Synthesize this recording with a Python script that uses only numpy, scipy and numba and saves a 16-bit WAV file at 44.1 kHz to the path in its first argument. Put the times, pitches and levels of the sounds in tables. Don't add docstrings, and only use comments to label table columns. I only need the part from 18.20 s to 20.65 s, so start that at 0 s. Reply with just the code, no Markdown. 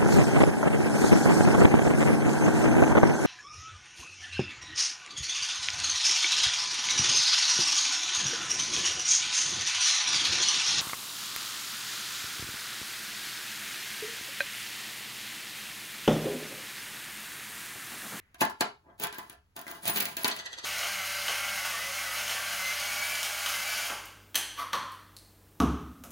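import sys
import numpy as np
from scipy import signal
from scipy.fft import rfft, irfft
from scipy.io import wavfile
from scipy.ndimage import uniform_filter1d
from numba import njit

SR = 44100
rng = np.random.default_rng(int(sys.argv[2]) if len(sys.argv) > 2 else 0)


def field_ratio(decibels):
    return 10 ** (np.asarray(decibels, dtype=float) / 20)


def inscribe(sig):
    pcm = np.round(np.clip(np.atleast_2d(sig).T, -1, 1) * 32767)
    wavfile.write(sys.argv[1], SR, pcm.astype(np.int16))


N = 108045
T = np.arange(N) / SR
HZ = np.maximum(np.fft.rfftfreq(N, 1 / SR), 1)

# f/Hz, level/dB
HUSH_COLOUR = [(20, -61.5), (42, -13.5), (64, -7), (130, -18), (285, -33.5), (1500, -36.5), (5000, -46.5),
               (12000, -50)]
# f/Hz, t60/s, level/dB
ROOM = [(181, 0.2, -4), (540, 0.24, -2), (940, 0.26, 0), (1970, 0.23, -1.5), (3690, 0.25, -5),
        (7400, 0.19, -9.5), (13000, 0.1, -15.5)]
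# f/Hz, right port's lead/rad, unrelated share/0-1, left over right/dB
PORTS = [(250, 0, .1, 0), (900, -2, .9, 1.5), (1700, -1.4, .8, 0), (2300, -2.2, .7, 0),
         (2900, -3.2, .6, -.5), (4400, -6.2, .7, -1.5), (5600, -6.5, .9, -3.5), (7000, -5.2, .02, -.5),
         (16000, 6.3, .015, 0)]
SCATTER_LAGS_MS = [.61, 1.7, 2.9, 4.3]
# f/Hz, level/dB, t60/s
BOARD = [(353, -16, 0.052), (418.7, 2.5, 0.056), (630, -20, .04), (723.6, -1.5, 0.05), (859.6, -4, 0.04),
         (926, -4, 0.055), (1007, -2, 0.064), (1238, -14, 0.045), (1386, -4, .05), (1671, -5.5, 0.088),
         (2022, -7.5, .05)]
# f/Hz, level/dB, t60/s
COINS = [(9480, -9, 0.028), (9970, 3.5, 0.0052), (10870, -8.5, 0.0067), (12100, 0, 0.0078),
         (14100, -4.5, 0.016), (15180, 2, 0.014), (15600, -6.5, 0.012)]
# f/Hz, level/dB
THUD_COLOUR = [(200, -20.5), (400, 1.5), (600, -8.5), (900, -1), (1700, 5), (2300, -11)]
# f/Hz, level/dB
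GRIT_COLOUR = [(300, -12.5), (1000, -14.5), (2200, 3.5), (4300, -1), (5800, -8), (9500, -5), (13000, -7),
               (16000, -12.5)]
# f/Hz, width/Hz, level/dB
RIM = [(970, 620, -10), (1760, 90, -4.5), (1977, 41, 5.5), (3364, 41, -3), (3830, 1800, 6.5),
       (4400, 540, 6.5), (6105, 400, 4), (7520, 1500, 1.5), (11150, 2000, -14)]
# t/s, level/dB
WOBBLES = [
    (2.115, -28.5),
    (2.195, -33),
    (2.262, -36.5),
    (2.332, -37.5),
    (2.387, -35.5),
    (2.447, -31),
]
# t/s, level/dB
SLIDES = [
    [(.63, -66), (.685, -49.5), (.72, -60), (.77, -83)],
    [(.18, -56), (.2, -43.5), (.210, -23.5), (.218, -26), (.26, -56), (.385, -70.5), (.398, -45.5),
     (.407, -37.5), (.42, -59.5)],
    [(.778, -61), (.815, -31), (.836, -29), (.86, -42), (.92, -72), (.94, -46), (1.08, -57), (1.13, -50.5),
     (1.19, -100)],
    [(1.352, -63), (1.37, -44.5), (1.46, -56), (1.49, -46.5), (1.62, -54)],
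    [(1.62, -46.5), (1.68, -22.5), (1.715, -30), (1.727, -35), (1.765, -24.5), (1.83, -35.5), (1.88, -36),
     (1.96, -48)],
    [(1.968, -29.5), (2.03, -42), (2.05, -34.5), (2.12, -44), (2.15, -41), (2.2, -46.5), (2.24, -76)],
]
SLIDE_BOARD_DB = [-11.5, -11.5, -9.5, -5, -13.5, -13]
SLIDE_DEEP_DB = [-30, -14.5, -26, -32, -11.5, -17.5]
# t/s, level/dB, f/Hz, t60/s
PINGS = [(.147, -41.5, 1574, 0.019), (0.2085, -20.5, 2600, 0.015), (0.408, -17.5, 7800, 0.011),
         (0.409, -18.5, 4380, 0.0085), (.411, -14, 1710, 0.012), (.217, -34, 290, 0.17),
         (.222, -36.5, 93, 0.17), (.411, -30.5, 207, 0.04), (2.048, -38, 212, 0.13),
         (2.0345, -17, 11400, 0.0048), (2.045, -10, 4400, 0.0078), (2.046, -17, 6100, 0.0074),
         (2.0705, -19, 8200, 0.0035), (.412, -26.5, 420, .05), (.298, -33.5, 1000, .03),
         (1.13, -50, 700, 0.056), (.8, -41, 215, 0.055), (.838, -38, 395, 0.045),
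         (1.467, -29, 2050, 0.0091), (.217, -24, 415, 0.041), (.217, -22, 1680, .02),
         (2.44, -38.5, 420, 0.027), (.216, -18, 1010, 0.034), (2.08, -42, 222, 0.076)]
# t/s, level/dB, f/Hz, t60/s
RINGS = [(.701, -62, 3230, 0.022), (.985, -52, 9230, .15), (1.628, -43, 9450, .1),
         (1.698, -32.5, 9400, 0.23), (2.095, -46, 13000, .06), (.984, -36, 15350, .05),
         (1.678, -22, 14750, 0.045), (1.677, -26, 12100, 0.033), (1.696, -22, 15100, .07),
         (1.735, -32, 15300, .08), (1.758, -28, 15000, .04), (1.777, -23, 15100, 0.07),
         (1.802, -24, 15320, .05), (1.822, -29, 15300, 0.12), (1.97, -34, 15600, .12),
         (2.06, -36, 15200, 0.036), (2.078, -30, 15300, .04), (2.079, -22.5, 9500, 0.017)]
# t/s, peak level/dB, board level/dB, coin ring level/dB
KNOCKS = [
    (0.145, -36.5, -16.5, -35),
    (0.207, -21.5, -21, -32.5),
    (0.2105, -12, -21.5, -19.5),
    (0.216, -16.5, -5, -38.5),
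    (0.2195, -22.5, -0.5, -30.5),
    (0.252, -21.5, -22, -15.5),
    (0.297, -38, 1, -44),
    (0.409, -7.5, -15, -40.5),
]
# t/s, peak level/dB, board level/dB, coin ring level/dB
NUDGES = [(0.799, -27.5, -12.5, -0.5), (0.828, -26, -18, -5), (0.837, -19.5, -11, -3),
          (0.845, -27, -23, -2), (0.87, -24.5, -41, -13), (0.927, -26, -17.5, -40),
          (0.945, -31.5, -10.5, -32), (0.984, -28.5, -8, -30), (1.098, -35, -13, -1.5),
          (1.365, -29.5, -14, 1), (1.392, -33, -13.5, 1), (1.414, -38, -27, 5), (1.467, -45, 4, -32),
          (1.48, -28, -14, -17), (1.514, -36, -21, 3)]
# t/s, peak level/dB, board level/dB, coin ring level/dB
CLINKS = [(1.655, -22.5, -14.5, -8), (1.678, -16, -36, -6), (1.697, -26, -10, -2.5),
          (1.761, -16.5, -36, -17), (1.774, -14, -38, -19), (1.802, -17.5, -27, -4),
          (1.806, -14.5, -29, -5.5), (1.822, -24, -15, -5), (1.827, -26, -17, -5),
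          (1.855, -17.5, -33, -9.5), (1.969, -15, -21, -30), (2.031, -28.5, -31, -20),
          (2.046, -9, -18, -37), (2.051, -24.5, -4, -25), (2.061, -24, -18.5, -20), (2.079, -17, -17, -14),
          (2.083, -15.5, -22, -15), (2.1, -21, -23, -23), (2.165, -26, -48, -12)]


def unit(x):
    return x / np.sqrt(np.mean(x ** 2) + 1e-30)


def fade_60(t, t60):
    return np.exp(-np.log(1000) * t / t60)


def butter(x, order, hz, kind="low"):
    return signal.sosfilt(signal.butter(order, hz, kind, fs=SR, output="sos"), x)


def colour(x, points):
    hz, db = np.array(points, float).T
    log_hz = np.log(np.fft.rfftfreq(2048, 1 / SR) + 1)
    cepstrum = irfft(np.interp(log_hz, np.log(hz), db) * np.log(10) / 20)
    cepstrum[1:1024] *= 2
    cepstrum[1025:] = 0
    response = irfft(np.exp(rfft(cepstrum)))[:1024]
    return signal.fftconvolve(x, response)[:len(x)]


def flatten(x, bins):
    spectrum = rfft(x)
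    return spectrum / np.sqrt(uniform_filter1d(abs(spectrum) ** 2, size=bins))


def even(x):
    y = irfft(flatten(x, 35), len(x))
    return y * np.sqrt(np.sum(x ** 2) / np.sum(y ** 2))


def walk(rate):
    hold = int(SR / rate)
    steps = np.repeat(rng.standard_normal(N // hold + 1), hold)
    return 1.2 * uniform_filter1d(steps, hold)[:N]


@njit
def spin(x, turn, fade):
    y, z = np.empty(len(x)), 0j
    for i in range(len(x)):
        z = z * fade * np.exp(1j * turn[i]) + x[i]
        y[i] = z.imag
    return y


def ring(x, hz, t60):
    turn = 2 * np.pi * (hz + 0 * T) / SR
    fade = np.exp(-np.log(1000) / (max(t60, .002) * SR))
    return spin(x + 1e-18, turn, fade) / np.sqrt(SR / 200)


def hush():
    air = field_ratio(-68) * unit(colour(rng.standard_normal(N), HUSH_COLOUR))
    tail = colour(rng.standard_normal(N), [(200, 11.0), (600, -6), (2000, 10.5), (5000, -18.0)])
    return air + field_ratio(-63) * fade_60(T, 0.96) * tail


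def room(x):
    t, tail = T[:SR // 2], 0
    for hz, t60, db in ROOM:
        fade = fade_60(t, t60) * np.clip(t / 0.0027, 0, 1)
        echo = irfft(flatten(rng.standard_normal(len(t)) * fade, 21), len(t))[:len(t) * 3 // 4]
        tail = tail + field_ratio(db) * butter(echo, 2, [hz / 1.41, min(hz * 1.41, .45 * SR)], "band")
    return signal.fftconvolve(x, tail)[:N]


def nearby(x):
    for ms in SCATTER_LAGS_MS:
        a = np.r_[1, np.zeros(int(ms * SR / 1000)), -.45]
        x = signal.lfilter(a[::-1], a, x)
    return x


def ports(near, shared, left, right):
    table_hz, *columns = np.array(PORTS).T
    lead, own, pan_db = (np.interp(HZ, table_hz, column) for column in columns)
    direct = np.sqrt(1 - own / 2) * rfft(near)
    scatter = np.sqrt(own / 2) * rfft(nearby(near))
    common = np.sqrt(1 - own) * rfft(shared)

    def port(own_sound, side):
        heard = (direct + side * scatter + common) * np.exp(-.5j * side * lead)
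        heard = heard + np.sqrt(own) * rfft(own_sound)
        return irfft(heard * field_ratio(side * pan_db / 2), N)

    return np.array([port(left, 1), port(right, -1)])


def body(modes, force, scatter_db, drift, rate):
    total = 0
    for hz, db, t60 in modes:
        push = force * field_ratio(scatter_db * walk(rate))
        total = total + field_ratio(db) * ring(push, hz * (1 + drift * walk(30)), t60)
    return total


def thud(force):
    fall_s = 0.0093
    tail = flatten(rng.standard_normal(4096) * np.exp(-T[:4096] / fall_s), 9)
    tail = irfft(tail)[:3000] * np.sqrt(fall_s * SR / 2)
    return field_ratio(-10.5) * colour(signal.fftconvolve(force, tail)[:N], THUD_COLOUR)


def grit():
    grains_per_s, scatter_db = 7000, 2.5
    on = rng.random(N) < grains_per_s / SR
    size = field_ratio(scatter_db * np.minimum(rng.exponential(size=N), 4))
    return unit(on * rng.standard_normal(N) * size)


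def wobble():
    rise_s, fall_s, rest_db = 0.0055, 0.0057, -56.5
    swell = field_ratio(rest_db) * (T > WOBBLES[0][0])
    for s, db in WOBBLES:
        swell = swell + field_ratio(db) * np.exp(-np.where(T < s, (s - T) / rise_s, (T - s) / fall_s))
    rub = butter(grit(), 2, [400, 9500], "band")
    rim = sum(field_ratio(db) * unit(ring(rub, hz, 2.33 / width)) for hz, width, db in RIM)
    return swell * unit(rim)


def slides():
    level_db, patchy_db, ring_db = -5.5, 2.5, -5.5
    force, rub = np.zeros((4, N)), grit()
    for k, rows in enumerate(SLIDES):
        s, db = np.array(rows).T
        pressure_db = np.interp(T, s, db, left=-120, right=-120)
        push = field_ratio(pressure_db + level_db + patchy_db * walk(90)) * rub
        if k == 0:
            push = butter(push, 3, 1166) * 3
        coin_db = ring_db - 30 * (k < 2)
        force += push * field_ratio(np.array([[0], [SLIDE_BOARD_DB[k]], [coin_db], [SLIDE_DEEP_DB[k]]]))
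    return force


def pings():
    rise_s = 0.000083
    out = np.zeros(N)
    for s, db, hz, t60 in list(PINGS) + list(RINGS):
        near = slice(int(s * SR), int((s + 1.2 * t60) * SR))
        u = np.maximum(T[near] - s, 0)
        shape = (1 - np.exp(-u / rise_s)) * fade_60(u, t60)
        out[near] += field_ratio(db) * shape * np.sin(2 * np.pi * hz * u)
    return out


def contacts():
    rise_s, fall_s, blow_db = 0.00079, 0.0019, 14.5
    tick_db, thump_db, coin_db = -3, 1, 2
    force, grain = np.zeros((3, N)), np.clip(rng.standard_normal(N), -2, 2)
    for s, db, board_db, ring_db in list(KNOCKS) + list(NUDGES) + list(CLINKS):
        near = slice(int(s * SR) - 500, int(s * SR) + 2000)
        u = T[near] - s
        swell = np.exp(-np.where(u > 0, u / fall_s, -u / rise_s))
        push = even(swell * grain[near]) * np.array([[1], [.4], [1]])
        push[:, 500] += field_ratio(blow_db) * np.array([.3, 1, .3])
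        force[:, near] += push * field_ratio(db + np.array([[tick_db], [thump_db + board_db], [coin_db + ring_db]]))
    return force


def scene():
    hit, slide, tones = contacts(), slides(), pings()
    on_air, on_board, on_coins = hit + slide[:3]
    dry = colour(on_air, GRIT_COLOUR) + wobble() + tones + thud(on_board)
    dry = dry + ring(slide[3], 213, .06)
    dry = dry + body(BOARD, on_board, 3, .012, 24.98)
    dry = dry + body(COINS, on_coins, 4, .008, 11.0)
    dry = butter(dry, 3, 127, "high")
    to_room = dry - .6 * tones
    return ports(dry, *(room(to_room) + hush() for _ in range(3)))


def band_limit(x):
    return signal.sosfilt(signal.butter(12, 17170, fs=SR, output="sos"), x)


def record(dry):
    top_cut = signal.ellip(8, .2, 70, 15900, fs=SR, output="sos")
    mix = signal.sosfilt(top_cut, dry)
    return band_limit(mix)


dry = scene()
out = record(dry)
inscribe(out)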